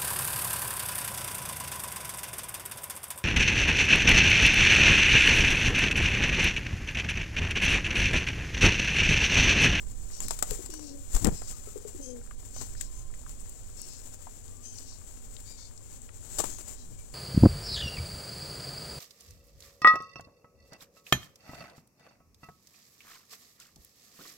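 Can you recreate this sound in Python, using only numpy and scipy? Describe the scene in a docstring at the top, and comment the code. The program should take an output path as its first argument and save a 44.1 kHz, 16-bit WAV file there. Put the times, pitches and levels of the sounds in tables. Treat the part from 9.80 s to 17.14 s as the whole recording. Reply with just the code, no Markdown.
"""Pigeons jostling for grain

A flock of pigeons jostles for grain held out in a hand, in an open yard. Feathers rustle by stick and slip,
wings slap as noise bursts and fan air over the microphone as pressure pulses, and beaks tap as damped
resonances. One bird coos twice with a crop-filtered octave, and youngsters squeak with two-voiced hoarse tones.
The left microphone port rings in the treble; the right one is covered and passes little but rumble."""
import sys
import numpy as np
from scipy import signal
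from scipy.fft import rfft, irfft, next_fast_len
from scipy.io import wavfile

SR = 44100
rng = np.random.default_rng(int(sys.argv[2]) if len(sys.argv) > 2 else 0)


def transcribe(signal):
    """Save signal, clipped to [-1, 1], as a 16-bit WAV file at the path in sys.argv[1]."""
    frames = np.atleast_2d(signal).T
    limited = np.clip(frames, -1, 1)
    pcm = np.round(limited * 32767).astype(np.int16)
    wavfile.write(sys.argv[1], SR, pcm)


N = 323694
TIME = np.arange(N) / SR   # seconds


def from_db(db):
    """Level to amplitude: 20 dB is a factor of ten."""
    return 10 ** (np.asarray(db) / 20)


def rms_one(x):
    """Normalisation to unit effective value."""
    return x / np.sqrt(np.mean(x ** 2) + 1e-20)


def add(out, start_s, x):
    """Superposition: a short sound is summed in at its moment."""
    at = max(int(start_s * SR), 0)
    out[at:at + len(x)] += x[:max(N - at, 0)]


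def butter(x, edges_hz, kind, order=2):
    """Causal Butterworth filter, maximally flat in its passband."""
    edges_hz = np.clip(edges_hz, 10, .48 * SR)
    return signal.sosfilt(signal.butter(order, edges_hz, kind, fs=SR, output="sos"), x)


def resonance(x, hz, width_hz):
    """Two-pole resonance: damping sets the width, and the gain at the peak is 1."""
    r = np.exp(-np.pi * width_hz / SR)
    feedforward = np.array([1, 0, -1]) * (1 - r * r) / 2
    feedback = [1, -2 * r * np.cos(2 * np.pi * hz / SR), r * r]
    return signal.lfilter(feedforward, feedback, x + 1e-18)


def double_resonance(x, hz, width_hz):
    """Two equal resonances in series give steeper skirts."""
    return resonance(resonance(x, hz, width_hz), hz, width_hz)


def colour(x, spectrum):
    """Linear filtering by a gain curve that is interpolated over log frequency."""
    hz, db = np.transpose(spectrum)
    size = next_fast_len(len(x))
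    bins = np.maximum(np.arange(size // 2 + 1) * SR / size, 1)
    gain = from_db(np.interp(np.log(bins), np.log(hz), db))
    return irfft(rfft(x, size) * gain, size)[:len(x)]


def noise(spectrum):
    """Stationary coloured noise of unit rms."""
    return rms_one(colour(rng.standard_normal(N), spectrum))


def noise_band(low_hz, high_hz, order=2):
    """Band-limited noise of unit rms."""
    return rms_one(butter(rng.standard_normal(N), [low_hz, high_hz], "band", order))


def drift(per_s):
    """Random modulation of unit rms: straight lines join random values, per_s of them each second."""
    return rms_one(np.interp(TIME * per_s, np.arange(N), rng.standard_normal(N)))


def in_time(curve):
    """Linear interpolation of a control curve at every sample."""
    return np.interp(TIME, *np.transpose(curve))


def phase_of(pitch_hz):
    """Phase in radians is the time integral of frequency."""
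    return 2 * np.pi * np.cumsum(pitch_hz) / SR


def yard_murmur(level_db):
    """Diffuse background: a stationary random sound with a fixed spectrum."""
    # Spectrum of the yard. Each row: frequency in Hz, relative density in dB.
    murmur_spectrum = [(40, -4.5), (65, 2), (100, -1), (130, -7.5), (195, -14), (250, -5.5), (300, -13.5),
                       (450, -12), (1000, -22), (2000, -29), (7000, -31), (10000, -29.5), (16000, -60)]
    return from_db(level_db) * noise(murmur_spectrum)


def drone():
    """Narrow-band noise: far-off motor noise arrives as a few blurred low tones."""
    # Blurred tones. Each row: frequency in Hz, half the resonator width in Hz, level in dB.
    drone_bands = [(81.5, 9.6, -55.5), (95.6, 10.6, -55), (246.7, 19, -66.5)]
    out = np.zeros(N)
    for hz, width_hz, db in drone_bands:
        out += from_db(db) * rms_one(double_resonance(rng.standard_normal(N), hz, 2 * width_hz))
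    return out


def draught_rumble(spectrum, level_db, follows):
    """Modulated low-frequency noise: moving air rumbles, its level following the draught in part."""
    # Air stirred by the flock. Each row: time in seconds, draught level in dB (its mean is removed).
    draught_curve = [(0.0, -41), (1.12, -57.5), (1.47, -42), (1.86, -55), (2.33, -57.5), (2.8, -47.5),
                     (3.39, -48.5), (4.48, -60.5), (5.72, -57), (5.93, -61), (6.48, -57.5), (7.34, -55.5)]
    draught_db = in_time(draught_curve)
    return from_db(level_db + follows * (draught_db - draught_db.mean())) * noise(spectrum)


def far_calls(waver=0.019):
    """Spectral loss over distance leaves only one wavering partial of each animal call."""
    # Thin calls. Each row: start in seconds, length in seconds, mean pitch in Hz, level in dB.
    thin_calls = [(1.72, 0.045, 1220, -56.5), (1.86, 0.043, 1274, -56), (2.98, .42, 1043, -66.5),
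                  (4.64, 0.24, 1181, -67.5), (7.17, 0.069, 2320, -63)]
    out, wobble = np.zeros(N), 1 + waver * drift(150)
    for s, length_s, hz, db in thin_calls:
        on = (TIME > s) & (TIME < s + length_s)
        partial = np.sin(phase_of(hz * wobble[on]))
        out[on] += from_db(db) * partial * signal.windows.tukey(on.sum(), .6)
    return out


def begging_notes(every_s=.113, fall=0.05, fade_db=3.5, raspier_db=4.5):
    """Repetition with fatigue: each further note of a bout is lower, its tone weaker and its rasp stronger."""
    # Bouts. Each row: start in seconds, number of notes, first note's pitch in Hz,
    # its relative tone level in dB, its relative rasp level in dB.
    begging_bouts = [(0.31, 2, 2880, -53.5, -55.5), (0.904, 2, 2936, -52, -58.5), (1.52, 2, 2580, -54, -58),
                     (2.21, 1, 3200, -50.5, -64), (2.739, 1, 3085, -51.5, -52), (2.96, 1, 2605, -60, -56.5),
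                     (3.125, 1, 3250, -62.5, -78), (3.965, 2, 2785, -53.5, -59.5),
                     (4.825, 3, 3135, -51.5, -63), (5.655, 2, 2360, -52, -61), (6.68, 1, 3270, -54.5, -61),
                     (6.95, 1, 1995, -64.5, -61.5)]
    notes = []
    for s, count, hz, tone_db, rasp_db in begging_bouts:
        for k in range(round(count)):
            notes.append((s + k * every_s, hz * (1 - fall * k), tone_db - fade_db * k, rasp_db + raspier_db * k))
    return notes


def squeaks(note_s=0.1416, hoarseness=0.0284, scoop=0.07, droop=0.0398, second_ratio=.81, second_db=-7.5,
            level_db=-0.5, rasp_db=-2.5, flutter_db=2.0):
    """Two-source voice: both sides of a young syrinx whistle hoarsely, scoop up and sag, over a noisy rasp."""
    # Harmonics of each side. Each row: multiple of its pitch, relative level in dB.
    squeak_partials = [(1, -12.5), (2, -1), (3, -10.5)]
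    out, wobbles, flutter = np.zeros(N), (drift(1200), drift(1200)), from_db(flutter_db * drift(180))
    rasp = noise_band(3900, 6300, order=3)
    for s, hz, tone_db, noise_db in begging_notes():
        on = (TIME > s) & (TIME < s + note_s)
        u = (TIME[on] - s) / note_s   # 0 to 1 through the note
        arch = 1 - scoop * (1 - u) ** 4 + droop * (.5 - u)
        voice = from_db(noise_db + rasp_db) * rasp[on]
        for ratio, db, wobble in zip((1, second_ratio), (tone_db, tone_db + second_db), wobbles):
            phase = phase_of(hz * ratio * (arch + hoarseness * wobble[on]))
            for k, partial_db in squeak_partials:
                voice = voice + from_db(db + level_db + partial_db) * np.sin(round(k) * phase)
        out[on] += voice * flutter[on] * np.sin(np.pi * u ** 0.61)
    return out


def clucks(bend=0.11, fall_s=0.0097, rise_s=0.0018, decay_s=0.0099, level_db=9.5, gruffness=0.1, husk_db=-23.0):
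    """Impulsive voicing: a short push of the throat gives a gruff, husky hoot that drops in pitch as it dies."""
    # Notes that open each coo. Each row: start in seconds, relative level in dB, pitch in Hz before the bend.
    stuttered_notes = [(0.713, -35, 420), (0.791, -41.5, 367), (0.892, -44, 330), (1.872, -44, 400),
                       (1.958, -36, 409), (2.05, -37.5, 378), (2.146, -42.5, 355)]
    out, t, wobble = np.zeros(N), TIME[:SR // 8], drift(300)
    husk = from_db(husk_db) * noise_band(280, 600)
    envelope = (1 - np.exp(-t / rise_s)) * np.exp(-t / decay_s)
    for s, db, hz in stuttered_notes:
        here = slice(int(s * SR), int(s * SR) + len(t))
        pitch = hz * (1 + bend * np.exp(-t / fall_s) + gruffness * wobble[here])
        hoot = np.sin(phase_of(pitch)) + husk[here]
        add(out, s, from_db(db + level_db) * hoot * envelope)
    return out


def coos(jitter=0.018, shimmer_db=2.3, attack_s=0.044, release_s=0.089, husk_db=-13, bend=0.129, settle_s=0.0338,
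         crop_hz=507, crop_width_hz=56, crop_db=5):
    """Source and filter: the swollen crop lifts the octave of a husky tone as it nears the crop resonance."""
    # Drawn-out ends. Each row: start in seconds, length in seconds,
    # first and last pitch in Hz before bend and jitter, mean level in dB of the fundamental before fades.
    drawn_out_notes = [(0.90, 0.35, 307, 268, -46), (2.165, 0.30, 278, 222, -45.5)]
    out, wobble, tremble_db = np.zeros(N), 1 + jitter * drift(92), shimmer_db * drift(70)
    husk = from_db(husk_db) * noise_band(280, 520)
    for s, length_s, first_hz, last_hz, db in drawn_out_notes:
        on = (TIME > s) & (TIME < s + length_s)
        t = TIME[on] - s
        # starts sharp, settles, then sinks steadily
        pitch = np.linspace(first_hz, last_hz, len(t)) * (1 + bend * np.exp(-t / settle_s))
        octave = from_db(crop_db) / (1 + (2 * (2 * pitch - crop_hz) / crop_width_hz) ** 2)
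        phase = phase_of(pitch * wobble[on])
        envelope = np.minimum(t / attack_s, 1) * np.minimum((length_s - t) / release_s, 1)
        voice = np.sin(phase) + octave * np.sin(2 * phase) + husk[on]
        out[on] += from_db(db + tremble_db[on]) * envelope * voice
    return out


def jostling(level_db=-3.5, swing=0.83):
    """Energy addition: the flock's shoving and the bell-shaped swells of near wing sweeps sum in power."""
    # How hard the flock jostles. Each row: time in seconds, rustle level in dB before swing and offset.
    jostle_curve = [(0.0, -54.5), (0.41, -53), (0.59, -48.5), (1.14, -52.5), (1.29, -48), (1.49, -46),
                    (1.78, -49), (2.51, -55.5), (2.8, -49.5), (3.43, -56), (4.03, -52), (4.66, -57.5),
                    (5.72, -53.5), (5.95, -62), (6.32, -55), (6.58, -43), (7.03, -56.5), (7.34, -54.5)]
    # Wings sweeping over a neighbour's feathers. 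Each row: middle in seconds, level in dB,
    # half length in seconds.
    wing_sweeps = [(0.436, -47, 0.02), (0.524, -43.5, 0.021), (0.734, -46, 0.035), (1.362, -45, 0.021),
                   (1.427, -41, 0.0078), (2.823, -46.5, 0.013), (6.596, -39, .007), (6.697, -45, 0.038)]
    flock_db = in_time(jostle_curve)
    mean_db = flock_db.mean()
    near = np.zeros(N)
    for s, db, half_s in wing_sweeps:
        near += from_db(db) * np.exp(-((TIME - s) / half_s) ** 2 / 2)
    return np.hypot(from_db(level_db + mean_db + swing * (flock_db - mean_db)), near)


def rustle(shove_db=1.15, shoves_per_s=11, stroke_db=2.5, flutter_db=1.0, snags_per_s=260, snag_spread_db=9.5,
           snag_db=-12.5):
    """Stick-slip friction: feathers slide in short strokes; barbs snag and let go with tiny ticks."""
    # Spectrum of sliding feathers. Each row: frequency in Hz, relative density in dB.
    feather_spectrum = [(100, 13), (500, 8), (1200, 1.5), (2500, -1.5), (4500, -1.5), (7000, 1.5),
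                        (10000, -1.5), (13000, -2), (16000, -1)]
    unevenness_db = shove_db * drift(shoves_per_s) + stroke_db * drift(35) + flutter_db * drift(260)
    effort = jostling() * from_db(unevenness_db)
    sizes = from_db(snag_spread_db * np.minimum(rng.exponential(1, N), 4)) * rng.choice([-1, 1], N)
    happens = rng.random(N) < snags_per_s / SR
    snags = rms_one(colour(sizes * happens, feather_spectrum))
    return effort * (noise(feather_spectrum) + from_db(snag_db) * snags)


def tap(hz, decay_s=0.0022, damping=0.63, rise_s=0.00028, scratch_db=-29.0):
    """Impact excitation: a brief scratchy contact drives one heavily damped resonance."""
    t = TIME[:SR // 30]
    length_s = decay_s * (2000 / hz) ** .5   # small hard contacts die sooner
    contact = (1 - np.exp(-t / rise_s)) * np.exp(-t / length_s)
    scratch = np.sign(rng.standard_normal(len(t))) * contact
    ringing = double_resonance(scratch, hz, damping * hz)
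    return rms_one(ringing) * np.std(scratch) + from_db(scratch_db) * scratch


def pecks(level_db=0.5, ticks_db=-48.5, steps_db=-50.5, count=70):
    """Random superposition: near beaks tap clearly; the rest of the flock ticks and patters faintly."""
    # Nearest beaks on grain, skin and ground. Each row: start in seconds, relative level in dB,
    # resonance in Hz.
    near_beaks = [(0.414, -45, 895), (0.937, -41.5, 1220), (1.455, -26.5, 1810), (2.51, -38, 1160),
                  (2.951, -45, 1600), (3.009, -37, 1900), (3.339, -45.5, 1950), (3.463, -40, 1350),
                  (3.605, -40, 10200), (3.695, -36, 10900), (4.017, -30, 10200), (4.469, -35.5, 850),
                  (4.68, -49, 4900), (4.985, -35.5, 4600), (5.186, -50, 8500), (5.566, -39.5, 2900),
                  (5.977, -45, 5000), (6.218, -46.5, 7000), (6.29, -43.5, 1510)]
    out = np.zeros(N)
    for s, db, hz in near_beaks:
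        add(out, s, from_db(db + level_db) * tap(hz))
    for tick_at, step_at, size, pitch in rng.random((count, 4)):
        add(out, tick_at * N / SR, from_db(ticks_db) * size * tap(5500 * 2 ** pitch))
        add(out, step_at * N / SR, from_db(steps_db) * size * tap(800 * 2 ** pitch))
    return out


def gusts():
    """Unsteady flow: each stroke pushes then pulls the air, and its eddies buffet the port (swing, eddies)."""
    # Wing strokes. Each row: middle in seconds, relative pressure swing in dB, relative turbulence in dB,
    # half length in seconds, upper edge of the turbulence in Hz.
    wing_strokes = [(0.465, -40, -44, .033, 150), (0.715, -27.5, -40.5, .01, 200),
                    (1.357, -13.5, -34.5, 0.0092, 120), (1.431, -29, -30, .01, 150),
                    (1.451, -17, -18.5, 0.0038, 170), (1.47, -24, -19, .012, 290),
                    (1.49, -22, -30, .0047, 695), (1.518, -42, -33.5, .024, 149),
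                    (2.82, -40, -44, .02, 120), (6.601, -47, -31, 0.0074, 520),
                    (6.69, -39.5, -49, 0.031, 350), (7.11, -45.5, -49.5, .04, 130)]
    swing, eddies, t = np.zeros(N), np.zeros(N), TIME[:SR // 2]
    for s, swing_db, eddy_db, half_s, edge_hz in wing_strokes:
        u = (t - t.mean()) / half_s
        bell = np.exp(-u * u / 2)
        turbulence = butter(rng.standard_normal(len(t)), edge_hz, "low")
        swirl = butter(turbulence, 60, "high") * bell
        add(swing, s - t.mean(), -from_db(swing_db) * 2 * u * bell ** 2)
        add(eddies, s - t.mean(), from_db(eddy_db) * rms_one(swirl) * np.sqrt(np.mean(bell ** 2)))
    return swing, eddies


def slaps(crack_db=-4.5, tail_db=-19.0, tail_s=0.016, quill_db=10.5, rise_share=0.16):
    """Impact noise with two decays: quills strike raggedly over the wing's duller clap, then slide apart."""
    # Wing slaps. 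Each row: start in seconds, relative crack level in dB, relative body level in dB,
    # time constant of the main decay in seconds.
    wing_slaps = [(0.403, -30.5, -41, 0.0032), (0.483, -27, -51, 0.0019), (0.507, -27, -27.5, .0045),
                  (0.589, -29.5, -40, .0035), (0.6246, -20, -23, 0.0033), (0.708, -23.5, -31.5, 0.0015),
                  (0.859, -38, -44, 0.0056), (0.902, -32.5, -60, 0.0013), (0.938, -33, -39, 0.002),
                  (0.992, -41, -45, .0036), (1.347, -30, -36, 0.0055), (1.363, -31, -33, 0.0066),
                  (1.445, -19, -31, 0.0038), (1.469, -22.5, -36, 0.002), (1.617, -42.5, -38, .006),
                  (2.762, -39, -40, .0054), (2.812, -39, -37, 0.0064), (3.01, -27.5, -56, 0.0011),
                  (3.013, -30, -60, 0.0014), (6.584, -25.5, -35, 0.012), (6.6, -20.5, -25, 0.0038),
                  (6.639, -24, -25, 0.0036), (6.785, -38, -46, .005), (6.809, -35.5, -38.5, 0.0018)]
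    out, t = np.zeros(N), TIME[:SR // 6]
    volley = np.tanh(rng.standard_normal(N)) * from_db(quill_db * np.tanh(drift(2500)))
    quills = rms_one(butter(volley, [1300, 14000], "band", order=1))
    clap = np.sign(butter(rng.standard_normal(N), 1500, "low"))
    clap = rms_one(butter(clap, [270, 1300], "band"))
    for s, crack, body_db, decay_s in wing_slaps:
        here = slice(int(s * SR), int(s * SR) + len(t))
        attack = 1 - np.exp(-t / (rise_share * decay_s))
        decay = np.exp(-t / decay_s) + from_db(tail_db) * np.exp(-t / tail_s)
        strike = from_db(crack + crack_db) * quills[here] + from_db(body_db) * clap[here]
        add(out, s, attack * decay * strike)
    return out


def yard(x, scatter_db, t60, wall_hz=6500):
    """Reverberation: walls, posts and bushes scatter back a short, dull tail that loses 60 dB in t60 seconds."""
    t = TIME[:SR // 2]
    scattered = butter(rng.standard_normal(len(t)), wall_hz, "low", order=1)
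    tail = scattered * from_db(-60 * t / t60) * (t > .006)
    return x + from_db(scatter_db) * signal.fftconvolve(x, tail / np.sqrt(np.sum(tail ** 2)))[:N]


def through_cover(x, smear_s=0.0011):
    """Multipath transmission: sound leaks into the covered port by many short paths, muffled and smeared."""
    # Transmission of the cover. Each row: frequency in Hz, gain in dB.
    cover_gain = [(20, -20), (90, -11), (250, -25.5), (600, -23.5), (1500, -29), (4000, -36.5), (7500, -31),
                  (11000, -31), (16000, -18)]
    t = TIME[:SR // 50]
    paths = rng.standard_normal(len(t)) * np.exp(-t / smear_s)
    return colour(signal.fftconvolve(x, paths / np.sqrt(np.sum(paths ** 2)))[:N], cover_gain)


def scene(yard_db=-55.5, rumble_left_db=-49.0, left_follows=0.36, rumble_right_db=-41.5, right_follows=0.86,
          open_db=2.5, swing_right_db=-1.0):
    """Superposition at two receivers: an open port and a covered one, each with its own wind rumble."""
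    # Wind on the open and covered ports. Each row: frequency in Hz, relative density in dB.
    open_wind, covered_wind = [(10, 7.5), (25, 5), (45, 3), (80, -22.5), (150, -23), (400, -60),
                               (2000, -81)], [(10, 6), (25, 6), (45, 0.5), (80, -9.5), (150, -19.5),
                                               (400, -33.5), (2000, -64)]
    contacts = yard(slaps() + pecks(), scatter_db=-18.5, t60=0.095)
    voices = yard(coos() + clucks() + squeaks() + far_calls(), scatter_db=-12.0, t60=0.21)
    air = contacts + voices + rustle() + yard_murmur(yard_db) + drone()
    swing, eddies = gusts()
    left = from_db(open_db) * (air + swing + eddies)
    left += draught_rumble(open_wind, rumble_left_db, left_follows)
    right = from_db(open_db) * through_cover(air)
    right += from_db(swing_right_db) * butter(swing, 30, "low", order=1)
    right += draught_rumble(covered_wind, rumble_right_db, right_follows)
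    return np.array([left, right])


def record(dry, hiss_db=-73.5, port_hz=7460, port_width_hz=796, port_db=18, cutoff_hz=15850):
    """Cavity resonance: the open port rings in the treble; both sides hiss faintly and the top is cut."""
    left = dry[0] + (from_db(port_db) - 1) * resonance(dry[0], port_hz, port_width_hz)
    both = np.array([left, dry[1]]) + from_db(hiss_db) * rng.standard_normal((2, N))
    return signal.sosfilt(signal.ellip(10, .2, 80, cutoff_hz, fs=SR, output="sos"), both)


dry = scene()
out = record(dry)
transcribe(out)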